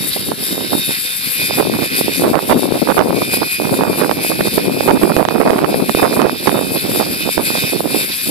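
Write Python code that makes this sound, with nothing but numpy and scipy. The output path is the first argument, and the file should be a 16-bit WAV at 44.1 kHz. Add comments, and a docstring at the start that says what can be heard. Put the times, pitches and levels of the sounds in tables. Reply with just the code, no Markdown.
"""A small electric model helicopter whines over the hiss of its blades, while gusts thump and crackle left and right.
Gears, motor, tail drive and rotor are sums of sines locked to one drive speed; the hiss is noise throbbing
with the rotor. The wind is streams of short pressure swings and a low rumble, separate at each of a camera's
two microphone ports, over a faint field murmur. A gain control ducks everything after loud peaks, then it clips."""
import sys
import numpy as np
from scipy import signal
from scipy.fft import rfft, irfft, next_fast_len
from scipy.io import wavfile
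from scipy.ndimage import uniform_filter1d, map_coordinates

SR = 44100
rng = np.random.default_rng(int(sys.argv[2]) if len(sys.argv) > 2 else 0)


def int16_out(signal):
    """Quantize to a 16-bit WAV file."""
    q = np.round(np.clip(np.atleast_2d(signal).T, -1, 1) * 32767)
    wavfile.write(sys.argv[1], SR, q.astype(np.int16))


N = 366030


def amp(db):
    """Gain of a level in dB."""
    return 10 ** (np.asarray(db) / 20)


def unit(x):
    """x at rms 1."""
    return x / np.sqrt(np.mean(x ** 2) + 1e-20)


def along(points, hz):
    """Interpolate (f/Hz, value) points on a log frequency axis."""
    f, v = np.transpose(points)
    return np.interp(np.log(hz + 1), np.log(f + 1), v)


def curves(rows):
    """One value per sample for each column after the time."""
    s, *cols = np.transpose(rows)
    return [np.interp(np.arange(N) / SR, s, c) for c in cols]


def wobble(rate_hz):
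    """Smooth random curve, rate_hz knots a second."""
    knots = rng.standard_normal(int(N * rate_hz / SR) + 4)
    return map_coordinates(knots, [np.arange(N) * rate_hz / SR])


def filtered(x, response):
    """x times a complex response of frequency."""
    m = next_fast_len(N + 8192)
    return irfft(rfft(x, m) * response(np.fft.rfftfreq(m, 1 / SR)), m)[..., :N]


# main gear mesh rate: t/s, f/Hz
MESH_SPEED = [(0, 3717), (.21, 3721), (.81, 3691), (.91, 3683), (1.02, 3657), (1.3, 3629), (1.44, 3630),
              (1.74, 3648), (2, 3650), (2.39, 3693), (2.6, 3684), (2.9, 3655), (3.11, 3625), (3.2, 3624),
              (4.18, 3649), (5.2, 3646), (6.62, 3672), (7.36, 3657), (7.76, 3674), (8.3, 3674)]


def mesh_turns():
    """Phase of the main gear mesh in cycles; its speed wanders slightly and drives every shaft."""
    return np.cumsum(curves(MESH_SPEED)[0] + 2.5 * wobble(9)) / SR


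def shaft(turns, tones, flutter_db, blur_rad):
    """Sines at multiples of a shaft's speed; moving air makes each flutter in level and phase."""
    total = 0
    for k, db in tones:
        level = amp(db + flutter_db * wobble(12))
        total = total + level * np.sqrt(2) * np.sin(2 * np.pi * k * turns + blur_rad * wobble(30))
    return total


PINION_TEETH, GEAR_TEETH, MESH_PER_TAIL_TURN = 11, 112, 29.06
# what faces the camera as the machine turns: t/s, tail drive level/dB, tail gear level/dB, main gear level/dB
FACING = [(0, -4.5, -27, 3.5), (.7, 0, -9, 4.5), (.85, 0.5, -5.5, 5), (1.3, -1, -1.5, -1),
          (1.8, 0, 0.5, 0.5), (2.5, -4.5, -3.5, 1), (3.3, 0.5, 2.5, 0.5), (4.2, 0, 3, 1),
          (5.1, -0.5, 2, -4), (6, 2.5, 2.5, 1.5), (6.9, -1.5, -1.5, 1), (7.6, 0, 1.5, 1),
          (8.3, -1.5, -2, 3)]
# tones of main gear mesh, tail drive, tail gears, motor, rotor: multiple of shaft speed, relative level/dB
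MESH_TONES = [(1, -16), (2, -22), (3, -22)]
TAIL_TONES = [(2, -14), (4, -15), (6, -22), (8, -22), (12, -16.5), (22, -29.5), (26, -37), (27, -36),
              (31, -28), (33, -23), (39, -18.5), (40, -16), (41, -20.5), (80, -22)]
TAIL_GEAR_TONES = [(19.98, -11.5), (20.72, -21), (19, -17), (18.16, -20)]
MOTOR_TONES = [(6, -27), (10, -28), (16, -28), (21, -27), (23, -27), (24, -25), (28, -26), (29, -27),
               (30, -27), (31, -27), (32, -27), (34, -27)]
ROTOR_TONES = [(64, -26), (111, -28), (134, -29), (142, -23), (144, -29)]


def drive_whine(mesh):
    """Gears, tail drive, motor and rotor sing at fixed ratios of the mesh rate."""
    tail_db, tail_gear_db, gear_db = curves(FACING)
    tail = mesh / MESH_PER_TAIL_TURN
    whine = amp(gear_db) * shaft(mesh, MESH_TONES, flutter_db=3, blur_rad=1.1)
    whine += amp(tail_db) * shaft(tail, TAIL_TONES, flutter_db=3, blur_rad=0.64)
    whine += amp(tail_gear_db) * shaft(tail, TAIL_GEAR_TONES, flutter_db=3, blur_rad=1.05)
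    whine += shaft(mesh / PINION_TEETH, MOTOR_TONES, flutter_db=3.5, blur_rad=0.41)
    whine += shaft(mesh / GEAR_TEETH, ROTOR_TONES, flutter_db=3, blur_rad=0.64)
    return whine


# throb of the hiss: multiple of rotor speed, depth [0-1]
THROB = [(1, .04), (2, .13), (3, .06), (4, .08), (6, .05)]
# left-right likeness of the hiss: f/Hz, likeness [0-1]
LIKENESS = [(300, .6), (2500, .7), (5000, .58), (8000, .42), (13000, .3)]


def blade_hiss(rotor):
    """Patchy noise swelled by each passing blade, part shared by the ports and part separate."""
    throb = 1 + sum(depth * np.cos(2 * np.pi * (k * rotor + rng.random())) for k, depth in THROB)
    spectra = signal.stft(rng.standard_normal((3, N + 512)), nperseg=512)[2]
    patches = uniform_filter1d(rng.standard_normal(spectra.shape[1:]), size=12, axis=0)
    patches = unit(uniform_filter1d(patches, size=10, axis=1))
    noise = signal.istft(spectra * amp(1.47 * patches), nperseg=512)[1][:, :N]
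    shared, *own = throb * noise
    share = lambda hz: np.clip(along(LIKENESS, hz), 0, 1)
    common = filtered(shared, lambda hz: np.sqrt(share(hz)))
    return common + filtered(np.array(own), lambda hz: np.sqrt(1 - share(hz)))


# colour of each port towards the helicopter: f/Hz, level/dB
LEFT_COLOUR = [(100, -30.5), (250, -23), (1000, -12.5), (2300, -5.5), (3900, -9), (4700, -9), (5600, -15.5),
               (6100, -62), (6700, -13.5), (7400, -9), (8600, -7), (11000, 2), (12200, 2), (14300, -10.5),
               (14800, -20.5)]
RIGHT_COLOUR = [(100, -36), (250, -23), (1000, -18), (2100, -4), (3100, -6), (4600, 0), (5200, -6),
                (5700, -10.5), (6700, -13.5), (7300, -12), (8500, -13.5), (11000, -21), (12800, -31),
                (13800, -53)]
# phase by which the left port leads: f/Hz, lead [rad]
LEFT_LEAD = [(0, 7), (260, -4.5), (1380, -3), (3790, 0.57), (6120, 2.5), (9300, 7), (12400, 8.5),
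             (13600, -2), (14000, 18), (14500, 1)]


def helicopter():
    """Whine and blade hiss from one drive, coloured and phase-shifted differently by the two ports."""
    mesh = mesh_turns()
    source = drive_whine(mesh) + blade_hiss(mesh / GEAR_TEETH)
    half_lead = lambda hz: np.exp(.5j * np.interp(hz, *np.transpose(LEFT_LEAD)))
    left = lambda hz: amp(along(LEFT_COLOUR, hz)) * half_lead(hz)
    right = lambda hz: amp(along(RIGHT_COLOUR, hz)) / half_lead(hz)
    return arriving(filtered(source, lambda hz: np.array([left(hz), right(hz)])))


# helicopter at the ports, before port_db: t/s, level/dB
ARRIVAL = [(0, -29.5), (.14, -25.5), (.37, -32), (.44, -26.5), (.7, -29), (.91, -24.5), (1.03, -28),
           (1.32, -24), (1.62, -26), (1.86, -25), (1.95, -22), (2.27, -26), (2.51, -23), (3.11, -25),
           (3.31, -22), (3.53, -24.5), (3.85, -28.5), (4.46, -24), (4.73, -28.5), (5.14, -24.5),
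           (5.23, -27), (5.69, -26.5), (5.82, -29), (5.96, -21), (6.07, -25.5), (6.33, -27), (6.45, -25),
           (6.84, -26), (6.91, -24), (7.35, -27.5), (7.62, -21.5), (7.83, -30), (8.01, -23.5),
           (8.29, -27.5)]


def arriving(ports):
    """Moving air shakes the treble hardest: its quick wavers are deeper than those of the lower part."""
    level_db = curves(ARRIVAL)[0]
    waver_db = 1.6 * wobble(20)
    treble = filtered(ports, lambda hz: 1 / (1 + (6200 / (hz + 1)) ** 12))
    body_db = level_db + 0.48 * waver_db + 1.26 * wobble(30)
    treble_db = level_db + waver_db + 2.0 * wobble(34)
    port_db = 13
    return amp(port_db) * (amp(treble_db) * treble + amp(body_db) * (ports - treble))


# sharpest eddies, before the port leak: t/s, peak level/dB, f/Hz, port [0 left, 1 right]
SLAPS = [(0.732, 3, 890, 1), (1.509, 0, 730, 1), (1.598, 7, 796, 1), (1.626, 4.5, 756, 1),
         (1.698, 7.5, 520, 0), (2.012, 7, 580, 1), (2.082, 6, 580, 1), (2.221, 5, 656, 1),
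         (2.355, 21, 960, 1), (2.391, 10.5, 1020, 1), (2.497, 13, 1045, 1), (2.514, 15.5, 900, 1),
         (2.722, 13, 470, 0), (2.889, 14, 800, 1), (2.902, 15, 1130, 1), (3.012, 20.5, 860, 1),
         (3.107, 11, 794, 1), (3.22, 9, 840, 1), (3.6, 4.5, 640, 1), (3.81, 11, 885, 1),
         (3.836, 15, 890, 1), (4.046, 8, 1430, 1), (4.095, 15, 710, 1), (4.113, 19, 1200, 1),
         (4.581, 12.5, 690, 1), (4.808, 10.5, 715, 1), (4.888, 13, 950, 1), (4.909, 19, 780, 1),
         (5.055, 2, 720, 1), (5.102, 13, 835, 1), (5.166, 27, 825, 1), (5.228, 16, 855, 1),
         (5.252, 21, 1100, 1), (5.287, 23, 1200, 1), (5.413, 1.5, 745, 1), (5.506, 22, 850, 1),
         (5.533, 15, 760, 1), (5.744, 12.5, 600, 0), (5.895, 17, 1020, 1), (5.949, 16, 570, 1),
         (6.029, 18, 810, 1), (6.218, 21.5, 1160, 1), (6.268, 10, 750, 1), (6.296, 12.5, 1260, 1),
         (6.481, 11, 820, 1), (6.494, 15, 1210, 1), (7.001, 8, 810, 1), (7.291, 3, 670, 1),
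         (7.379, 12.5, 724, 1), (7.504, 3.5, 740, 1), (7.554, 3.5, 740, 1), (7.734, 1.5, 580, 1),
         (7.806, 4.5, 670, 1), (7.857, 0, 623, 1)]
# low wind rumble, shape only: f/Hz, level/dB
RUMBLE = [(20, -26), (60, -50), (130, -8.5), (250, 0.5), (400, -4), (700, -20.5), (1500, -33), (4000, -120)]


def buffet(port, base_hz, eddy_db, crackle_db, count=1700):
    """Random stream of eddies over one port; in stronger wind they are faster, so brighter."""
    level_db = wind_db(port)
    s = np.sort(rng.random(count)) * (N - 1) / SR
    size, tone = rng.exponential(size=count), rng.standard_normal(count)
    local_db = (level_db + 4 * wobble(45))[(s * SR).astype(int)]
    hz = np.clip(base_hz * amp(0.22 * (local_db + 18.5) + 0.46 * size + 2.5 * tone), 90, 2500)
    stream = eddies(s, local_db + eddy_db + 3.34 * np.minimum(size, 3.5), hz, cycles=1.0)

    slap_s, slap_db, slap_hz, _ = np.transpose([row for row in SLAPS if round(row[-1]) == port])
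    sharp = eddies(slap_s, slap_db, slap_hz, cycles=0.95)

    rumble = unit(filtered(rng.standard_normal(N), lambda f: amp(along(RUMBLE, f))))
    rumble = amp(level_db - 10.0 + 4.5 * wobble(30)) * rumble

    # eddies shed a crackle of small fast ones, growing faster than the wind
    shed_s = s[:, None] + .004 * rng.exponential(size=(count, 2))
    fine_db = local_db[:, None] + crackle_db + 0.65 * (local_db[:, None] + 13.5)
    fine_db = fine_db + 3 * rng.exponential(size=(count, 2))
    fine_hz = 2.75 * base_hz * amp(3.3 * rng.standard_normal((count, 2)))
    crackle = eddies(shed_s.ravel(), fine_db.ravel(), fine_hz.ravel(), cycles=1.0)

    air = stream + sharp + crackle + rumble
    # the port leaks slow pressure away
    return filtered(air, lambda f: (1j * f / (95 + 1j * f)) ** 2)


def eddies(s, db, hz, cycles):
    """Each eddy is a swing of pressure a cycle or two long, fastest at its peak and slowing after it."""
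    t = np.arange(-SR // 100, SR // 50) / SR
    u = t * hz[:, None]  # cycles from the peak
    start, slow = rng.random((2, len(s), 1))
    shape = np.where(u < 0, np.exp(-(u / (0.32 * cycles)) ** 2), np.exp(-abs(u / cycles) ** 1.8))
    swing = np.cos(2 * np.pi * (start + u / (1 + .5 * slow * abs(u) + 0.17 * np.maximum(u, 0))))
    pulses = amp(db)[:, None] * shape * swing
    at = np.round(s * SR).astype(int)[:, None] + np.arange(len(t))
    return np.bincount(at.ravel(), pulses.ravel(), N + SR)[SR // 100:][:N]


# steady wind, before the 0.93 dB scaling: t/s, left level/dB, right level/dB
WIND = [(0, -37, -26), (.13, -34, -38), (.3, -31, -23.5), (.76, -33, -26), (.85, -37.5, -48),
        (1.34, -37, -44), (1.62, -27, -16), (1.95, -27.5, -28), (2.17, -27, -29), (2.3, -17, -7),
        (2.82, -21, -28), (2.95, -23, -2), (3.2, -15, -12.5), (3.42, -40, -17), (3.49, -33, -37),
        (3.57, -35, -33), (3.7, -8.5, -9.5), (3.85, -16, -8), (4.2, -30, -19.5), (4.75, -19, -17),
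        (5.0, -15, -7.5), (5.56, -7, -2), (5.87, -21.5, -17.5), (6.15, -21.5, -19), (6.39, -26, -30.5),
        (7.01, -26.5, -11), (7.33, -35, -35), (7.95, -28, -11), (8.15, -36, -38), (8.29, -35, -16.5)]
# gusts that hit one port: middle t/s, length [s], peak level/dB, port [0 left, 1 right]
GUSTS = [(0.01, 0.04, -13, 1), (0.196, 0.06, -16, 1), (0.286, 0.03, -14, 1), (0.302, 0.051, -15.5, 0),
         (0.504, 0.062, -19.0, 0), (0.522, 0.021, -17.5, 1), (0.632, 0.062, -15.5, 1),
         (0.755, 0.07, -13.5, 1), (0.803, 0.1, -18, 0), (0.904, 0.048, -24.5, 1), (1.274, 0.074, -28, 0),
         (1.416, 0.046, -17.5, 1), (1.505, 0.026, -13, 1), (1.53, 0.079, -26, 0), (1.592, 0.031, -7.5, 1),
         (1.705, 0.11, -7.5, 0), (1.78, 0.082, -8, 1), (1.995, 0.036, -10, 1), (2.09, 0.042, -12.5, 1),
         (2.184, 0.1, -15, 0), (2.248, 0.051, 1, 1), (2.28, 0.075, -1.5, 0), (2.357, 0.053, -1.5, 1),
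         (2.516, 0.088, -2.5, 1), (2.562, 0.055, 1.5, 0), (2.612, 0.17, -3, 0), (2.658, 0.075, -10, 1),
         (2.73, 0.049, -8, 0), (2.76, 0.047, -5.5, 1), (2.839, 0.05, -8.0, 0), (2.894, 0.05, 3, 1),
         (3.01, 0.05, -5, 1), (3.07, 0.18, -3, 0), (3.17, 0.058, -4.5, 0), (3.219, 0.021, -5, 1),
         (3.35, 0.14, -13, 1), (3.413, 0.078, -15.0, 0), (3.634, 0.056, -6.5, 1), (3.742, 0.031, -3, 1),
         (3.804, 0.076, -2.5, 0), (3.825, 0.037, -3, 1), (3.903, 0.031, -10, 0), (3.994, 0.074, -12.5, 1),
         (3.996, 0.041, -12.0, 0), (4.077, 0.11, -6.0, 1), (4.15, 0.16, -14.0, 0), (4.196, 0.044, -12.5, 1),
         (4.294, 0.045, -20, 1), (4.375, 0.041, -14.5, 0), (4.405, 0.03, -5, 1), (4.458, 0.04, -4.5, 1),
         (4.452, 0.16, -13.0, 0), (4.573, 0.075, -8, 1), (4.697, 0.13, -9.5, 0), (4.71, 0.043, -12.5, 1),
         (4.902, 0.067, 2, 1), (4.9, 0.075, -14, 0), (5.105, 0.033, 2, 1), (5.123, 0.1, -12, 0),
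         (5.19, 0.062, -0.5, 1), (5.365, 0.04, -11, 1), (5.487, 0.073, -4, 0), (5.52, 0.12, -4.5, 1),
         (5.67, 0.057, -16, 1), (5.696, 0.028, -8, 0), (5.792, 0.078, -2, 0), (5.887, 0.036, -9.0, 1),
         (5.952, 0.042, -18, 0), (6.04, 0.056, -1, 0), (6.035, 0.097, 1.5, 1), (6.125, 0.024, 1, 1),
         (6.137, 0.068, -4, 0), (6.223, 0.084, 1, 1), (6.27, 0.088, -9, 0), (6.346, 0.054, -10.5, 1),
         (6.483, 0.029, 0.5, 1), (6.552, 0.1, -16, 0), (6.559, 0.19, -5.5, 1), (6.7, 0.067, -13.5, 0),
         (6.907, 0.085, -15, 1), (6.95, 0.15, -20, 0), (7.037, 0.18, -12.5, 1), (7.09, 0.067, -16, 0),
         (7.282, 0.047, -11.5, 1), (7.39, 0.029, -6, 1), (7.416, 0.056, -18, 0), (7.532, 0.17, -13.5, 1),
         (7.654, 0.038, -14, 1), (7.733, 0.02, -9.5, 1), (7.805, 0.021, -11, 1), (7.843, 0.091, -23, 0),
         (7.866, 0.031, -14.5, 1), (7.937, 0.066, -10, 1)]


def wind_db(port):
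    """Steady wind with a random sway, and over it the flat-topped gusts that hit this port, summed as power."""
    sway_db = 3.5 * wobble(24)
    power = amp(1.86 * (curves(WIND)[port] + sway_db))  # 1.86 = 2 * 0.93
    t = np.arange(N) / SR
    for s, length, db, _ in [row for row in GUSTS if round(row[-1]) == port]:
        near = slice(max(round((s - 2 * length) * SR), 0), round((s + 2 * length) * SR))
        power[near] += amp(2 * db) * np.exp(-abs(2 * (t[near] - s) / length) ** 2.8)
    return 10 * np.log10(power)


# murmur of the open field, shape only: f/Hz, level/dB
FIELD = [(60, -12), (250, -7.5), (900, -7), (1700, 10.5), (2600, -57)]


def field():
    """Faint steady noise, different at each port."""
    noise = rng.standard_normal((2, N))
    return amp(-43.0) * unit(filtered(noise, lambda hz: amp(along(FIELD, hz)) * (hz < 4000)))


DUCK_FROM_DB, DUCK_DB_PER_MEAN_DB_OVER, DUCK_MEMORY_S = -4, 4.25, .18


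def ducked(x):
    """Every 10 ms the gain control lowers the gain by how far its recent output peaks went over the threshold."""
    step = SR // 100
    blocks = abs(x[:, :N // step * step]).reshape(2, -1, step)
    peaks_db = 20 * np.log10(blocks.max(axis=(0, 2)) + 1e-9)
    keep, mean_over_db, gain_db = np.exp(-step / SR / DUCK_MEMORY_S), 0, []
    for peak_db in peaks_db:
        gain_db.append(-DUCK_DB_PER_MEAN_DB_OVER * mean_over_db)
        output_db = min(peak_db + gain_db[-1], 0)
        mean_over_db = keep * mean_over_db + (1 - keep) * max(output_db - DUCK_FROM_DB, 0)
    return x * amp(np.interp(np.arange(N), step * np.arange(len(gain_db)), gain_db))


def scene():
    """Helicopter under wind on both ports, over the field."""
    left = buffet(0, base_hz=265, eddy_db=-1.0, crackle_db=-25)
    right = buffet(1, base_hz=346, eddy_db=0.5, crackle_db=-12)
    return helicopter() + np.array([left, right]) + field()


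def record(dry):
    """Gain control, then overload just under full scale; nothing is kept above the band limit."""
    top, band_limit_hz = .99, 14912
    level = ducked(dry)
    clipped = level / (1 + abs(level / top) ** 30) ** (1 / 30)
    return np.clip(filtered(clipped, lambda hz: hz < band_limit_hz), -1, 1)


dry = scene()
out = record(dry)
int16_out(out)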